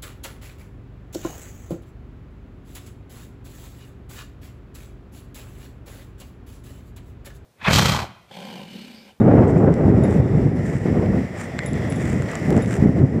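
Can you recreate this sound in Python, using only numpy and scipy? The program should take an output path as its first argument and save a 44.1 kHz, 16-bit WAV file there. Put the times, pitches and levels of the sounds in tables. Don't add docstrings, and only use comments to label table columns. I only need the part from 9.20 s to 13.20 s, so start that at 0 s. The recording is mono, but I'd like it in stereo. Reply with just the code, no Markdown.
import sys
import numpy as np
from scipy import signal
from scipy.fft import rfft, irfft
from scipy.io import wavfile
from scipy.ndimage import uniform_filter1d, minimum_filter1d

SR = 44100
rng = np.random.default_rng(int(sys.argv[2]) if len(sys.argv) > 2 else 0)


def pcm_store(signal):
    levels = np.round(np.clip(np.atleast_2d(signal), -1, 1) * 32767)
    wavfile.write(sys.argv[1], SR, levels.astype(np.int16).T)


N = 176400
T = np.arange(N) / SR

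# (time [s], level [dB])
AIR_RIDE = [(0, -45), (.35, -44.5), (.7, -42.5), (1.35, -42), (1.65, -38), (1.95, -38.5), (2.1, -40.5),
            (2.3, -39.5), (2.42, -36.5), (2.9, -38), (3.25, -35.5), (3.55, -39), (3.66, -41.5), (4, -44)]
# (frequency [Hz], level [dB])
AIR_EQ = [(200, -4.5), (600, 8.5), (1000, -6.5), (1300, -5.5), (1550, -7.5), (1930, 4), (2400, -9),
          (2900, -15), (3600, -21.5), (4400, -24), (5200, -18), (5800, -19), (6400, -26.5), (7400, -19),
          (8400, -27), (10000, -31), (12000, -34.5), (15500, -40)]
# (frequency [Hz], side over mid [dB])
AIR_WIDTH = [(300, -13), (1000, -8.5), (1900, -20), (2700, -3.5), (3500, 8.5), (4300, 1.5), (5300, -18.5),
             (7500, -7.5), (12000, -2.5)]
# (frequency [Hz], left over right [dB])
AIR_BALANCE = [(300, 5), (750, 2), (1130, 9.5), (1700, -0.5), (4000, 0.5)]
# (peak time [s], level [dB], half length [s], pitch [Hz])
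NARROW_BAND_CUES = [(1.0, -63.5, 0.21, 3530), (1.474, -41, 0.024, 1870), (2.42, -35.5, 0.031, 2006),
                    (2.596, -55, 0.27, 3400)]
# (peak time [s], level [dB], rise [s], fall [s])
SWISH_CUES = [(.295, -48, 0.017, 0.018), (.385, -55, 0.013, 0.035), (.925, -46, 0.024, 0.033),
              (1.475, -47.5, .03, 0.096), (2.2, -42.5, 0.022, 0.04), (2.86, -44.5, 0.095, 0.1),
              (3.25, -52.5, 0.11, 0.15), (3.535, -40.5, 0.038, 0.034)]
# (frequency [Hz], level [dB])
SWISH_EQ = [(600, -0.5), (1200, 9), (2000, 13), (3000, -3), (4300, -12), (5700, -4), (6500, -5.5),
            (7400, 3), (8100, -3.5), (8900, -4.5), (10000, -13.5), (11000, -20), (12000, -16.5),
            (13500, -21), (15500, -26.5)]
# (frequency [Hz], side over mid [dB])
SWISH_WIDTH = [(1000, -3), (1900, -21.5), (2700, -10), (3500, 12.5), (4300, 9), (5300, -16), (7500, -8.5),
               (12000, 1)]
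# (frequency [Hz], level [dB], 60 dB decay time [s])
SHELL_MODES = [(3720, -16, 0.11), (7140, -3, 0.032), (7690, -13, .08), (10222, 0, 0.097), (10425, -18, .12),
               (10685, -23, .16)]
# (time [s], level [dB], low-mode boost [dB])
CLAPPER_CUES = [(.003, -59, 23), (.837, -43, 12.5), (1.36, -58, 0), (2.4608, -33.5, 5), (2.578, -56, -3),
                (2.6998, -36.5, -12), (2.759, -46, 12), (3.4223, -40.5, 11.5)]
# (time [s], level [dB], body level [dB], body pitch [Hz], edge pitch [Hz], left over right [dB])
SNAP_CUES = [(0.5402, -34, 2, 1650, 6160, -5), (1.86, -47, 19, 1850, 3800, 1),
             (2.390, -23.5, 14, 1490, 4100, -1.5), (2.5327, -32, -6, 1650, 7450, -4),
             (2.723, -33.5, 6, 1750, 5600, 7), (2.8998, -34, -14, 1650, 7300, 1.5),
             (3.0216, -33, 10, 1400, 7500, 9), (3.114, -34, -10, 1650, 7700, 4),
             (3.133, -44, 27, 1080, 3500, 6), (3.154, -25.5, 2, 1680, 7250, 3),
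             (3.3047, -28, 8.5, 1700, 10700, -5), (3.3656, -32, 8, 1650, 8500, -6),
             (3.377, -31.5, -3, 1650, 7500, 0)]
# (time [s], level [dB], half length [s])
BUFFET_CUES = [(0.487, -6, 0.00063), (0.789, -8.5, 0.00086), (1.265, -6.5, 0.00098), (1.555, -13, 0.0014),
               (1.658, -6.5, .0009), (3.6253, 0, 0.00098), (3.659, 3, 0.0012), (3.6946, -2, 0.0013),
               (3.8406, -0.5, 0.0011)]
# (time [s], level [dB])
RUMBLE_RIDE = [(0.0, -12.5), (0.11, -15.5), (0.19, -9), (0.29, -17), (0.4, -11), (0.59, -20.5), (0.61, -13),
               (0.88, -15.5), (0.93, -18), (1.0, -13), (1.08, -20.5), (1.14, -14), (1.6, -25.5),
               (1.66, -18.5), (1.99, -15.5), (2.04, -26), (2.26, -34), (2.39, -26.5), (2.44, -33.5),
               (2.48, -24), (2.55, -19.5), (2.58, -25), (3.02, -17.5), (3.13, -32.5), (3.2, -25.5),
               (3.23, -20.5), (3.25, -26), (3.29, -15.5), (3.38, -10.5), (3.41, -20), (3.58, -23.5),
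               (3.63, -12.5), (3.7, -17.5), (3.72, -22), (3.84, -9.5), (3.87, -20.5), (3.91, -24.5),
               (3.95, -17.5), (4.0, -20.5)]
# (frequency [Hz], level [dB])
RUMBLE_EQ = [(20, -45), (32, -37), (50, -11.5), (80, -3.5), (125, 1.5), (200, -1), (280, -5.5), (400, -13),
             (600, -22.5), (1000, -44), (2500, -83.5)]
# (time [s], level [dB])
FLUTTER_RIDE = [(0.0, -17.5), (0.11, -14), (0.15, -17), (0.25, -17), (0.29, -19.5), (0.39, -21.5),
                (0.48, -17.5), (0.55, -24.5), (0.72, -19.5), (1.49, -36), (1.545, -28.5), (1.59, -45),
                (1.66, -26), (1.74, -24.5), (1.85, -24), (1.91, -30), (1.97, -23), (2.03, -46), (2.85, -36),
                (3.26, -47), (3.29, -22.5), (3.4, -23.5), (3.42, -34), (3.61, -28), (3.65, -24),
                (3.73, -34), (3.81, -23.5), (3.88, -36), (4.0, -31)]
# (frequency [Hz], level [dB])
FLUTTER_EQ = [(120, -23.5), (250, -1.5), (420, 0.5), (560, -6), (760, -11), (1000, -21), (1400, -24),
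              (2200, -35.5), (4000, -60.5), (11000, -74)]


def undb(db):
    return 10 ** (np.asarray(db) / 20)


def fader(ride):
    return undb(np.interp(T, *np.array(ride).T))


def eq_curve(points):
    hz, db = np.array(points).T
    bin_hz = np.arange(N // 2 + 1) * SR / N
    return undb(np.interp(np.log(bin_hz + 1), np.log(hz), db))


def noise(eq):
    x = irfft(rfft(rng.standard_normal(N)) * eq_curve(eq), N)
    return x / x.std()


def wander(rate_hz):
    x = np.interp(T * rate_hz, np.arange(4096), rng.standard_normal(4096))
    return x / x.std()


def pan(db):
    return undb(np.array([[db], [-db]]) / 2)


def mid_side(mid, side):
    return np.array([mid + side, mid - side])


def wide_noise(eq, width):
    mid = noise(eq)
    side = irfft(rfft(noise(eq)) * eq_curve(width), N)
    return mid_side(mid, side)


def ring(x, hz, q):
    return signal.lfilter(*signal.iirpeak(hz, q, fs=SR), x)


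def place(out, start_s, x):
    i = int(start_s * SR)
    out[:, i:i + x.shape[1]] += x[:, :max(N - i, 0)]


def air():
    lean = np.sqrt(eq_curve(AIR_BALANCE))
    hiss = wide_noise(AIR_EQ, AIR_WIDTH)
    hiss = irfft(rfft(hiss) * np.array([lean, 1 / lean]), N)
    return hiss * fader(AIR_RIDE) * undb(3.0 + 1.77 * wander(rate_hz=24.56))


def whistles_and_scrape(q=8):
    out = np.zeros(N)
    for at, db, half_s, hz in NARROW_BAND_CUES:
        band = ring(ring(rng.standard_normal(N), hz, q), hz, q)
        swell = np.exp(-((T - at) / half_s) ** 2 / 2)
        out += band / band.std() * undb(db) * swell
    return out


def swishes(trim_db=4.5, grain_db=3):
    swell = np.zeros(N)
    for at, db, rise_s, fall_s in SWISH_CUES:
        slope_s = np.where(T < at, rise_s, fall_s)
        swell += undb(db) * np.exp(-((T - at) / slope_s) ** 2 / 2)
    hiss = wide_noise(SWISH_EQ, SWISH_WIDTH)
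    return hiss * swell * undb(trim_db + grain_db * wander(rate_hz=400)) * pan(1)


def bell(rattle_db=-19.5, rattle_top_db=16, rattle_gap_s=0.02, scatter_db=0.4, tick_db=-27, tick_s=.001):
    out, t = np.zeros((2, N)), T[:SR // 4]
    for at, db, low_db in CLAPPER_CUES:
        for bounce in range(3):
            bounce_db, top_db = (rattle_db - 0.5 * bounce, rattle_top_db) if bounce else (0, 0)
            boosts_db = [low_db, low_db / 2, 0, 0, top_db, top_db]
            shell = np.zeros(len(t))
            for (hz, mode_db, t60), boost_db in zip(SHELL_MODES, boosts_db):
                gain = undb(mode_db + boost_db - scatter_db * rng.standard_normal())
                shell += gain * np.sin(2 * np.pi * hz * t) * undb(-60 * t / t60)
            tick = undb(tick_db) * rng.standard_normal(len(t)) * np.exp(-t / tick_s)
            place(out, at, undb(db + bounce_db) * (shell * pan(-7) + tick))
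            at += rattle_gap_s * (1 + rng.random() / 2)
    return out


def snap(body_db, body_hz, edge_hz, attack_s=0.0007, grit_db=-4.5, crack_db=18.5, high_cut_hz=9800):
    t = T[:SR // 20]
    grit = rng.standard_normal(len(t)) * t / attack_s * np.exp(1 - t / attack_s)
    crack = signal.unit_impulse(len(t), int(attack_s * SR))
    burst = undb(grit_db) * grit + undb(crack_db) * crack
    body = 2 * undb(body_db) * ring(ring(burst, body_hz, q=1.6), body_hz, q=1.6)
    edge = ring(burst, edge_hz, q=4)
    sheen = undb(6.5) * ring(burst, hz=7500, q=26)
    return signal.sosfilt(signal.butter(2, high_cut_hz, fs=SR, output="sos"), body - edge - sheen)


def plucking(tear_from_s=2.3, tear_to_s=3.6, tick_count=26):
    out = np.zeros((2, N))
    for at, db, body_db, body_hz, edge_hz, pan_db in SNAP_CUES:
        place(out, at, undb(db) * snap(body_db, body_hz, edge_hz) * pan(pan_db))
    for when, softness, body, edge in rng.random(size=(tick_count, 4)):
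        tick = snap(body_db=9, body_hz=1200 + 1100 * body, edge_hz=3500 + 5000 * edge)
        at = tear_from_s + when * (tear_to_s - tear_from_s)
        db = -43 - 2 * np.log(softness + .05)
        place(out, at, undb(db) * tick * pan(0))
    return out


def buffets(low_cut_hz=104):
    out = np.zeros(N)
    for at, db, half_s in BUFFET_CUES:
        swing = (T - at) / half_s
        out += undb(db) * swing * np.exp((1 - swing ** 2) / 2)
    return signal.sosfilt(signal.butter(2, low_cut_hz, "high", fs=SR, output="sos"), out)


def turbulence(eq, side_db, eddy_db):
    eddies = undb(eddy_db * wander(rate_hz=95))
    pressure = mid_side(noise(eq), undb(side_db) * noise(eq))
    return pressure * eddies / np.sqrt(np.mean(eddies ** 2))


def wind(rumble_trim_db=-0.17, flutter_trim_db=0.5):
    rumble = turbulence(RUMBLE_EQ, side_db=-14.5, eddy_db=0.95) * fader(RUMBLE_RIDE)
    flutter = turbulence(FLUTTER_EQ, side_db=-3, eddy_db=2) * fader(FLUTTER_RIDE)
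    return rumble * undb(rumble_trim_db) * pan(0.5) + flutter * undb(flutter_trim_db) * pan(3.5)


def scene():
    return wind() + buffets() + air() + whistles_and_scrape() + swishes() + bell() + plucking()


def record(dry):
    window_samples, high_cut_hz = 441, 15800
    safe_gain = 1 / np.maximum(np.abs(dry).max(axis=0), 1)
    gain = uniform_filter1d(minimum_filter1d(safe_gain, window_samples), window_samples)
    return signal.sosfilt(signal.ellip(8, .2, 70, high_cut_hz, fs=SR, output="sos"), dry * gain)


dry = scene()
out = record(dry)
pcm_store(out)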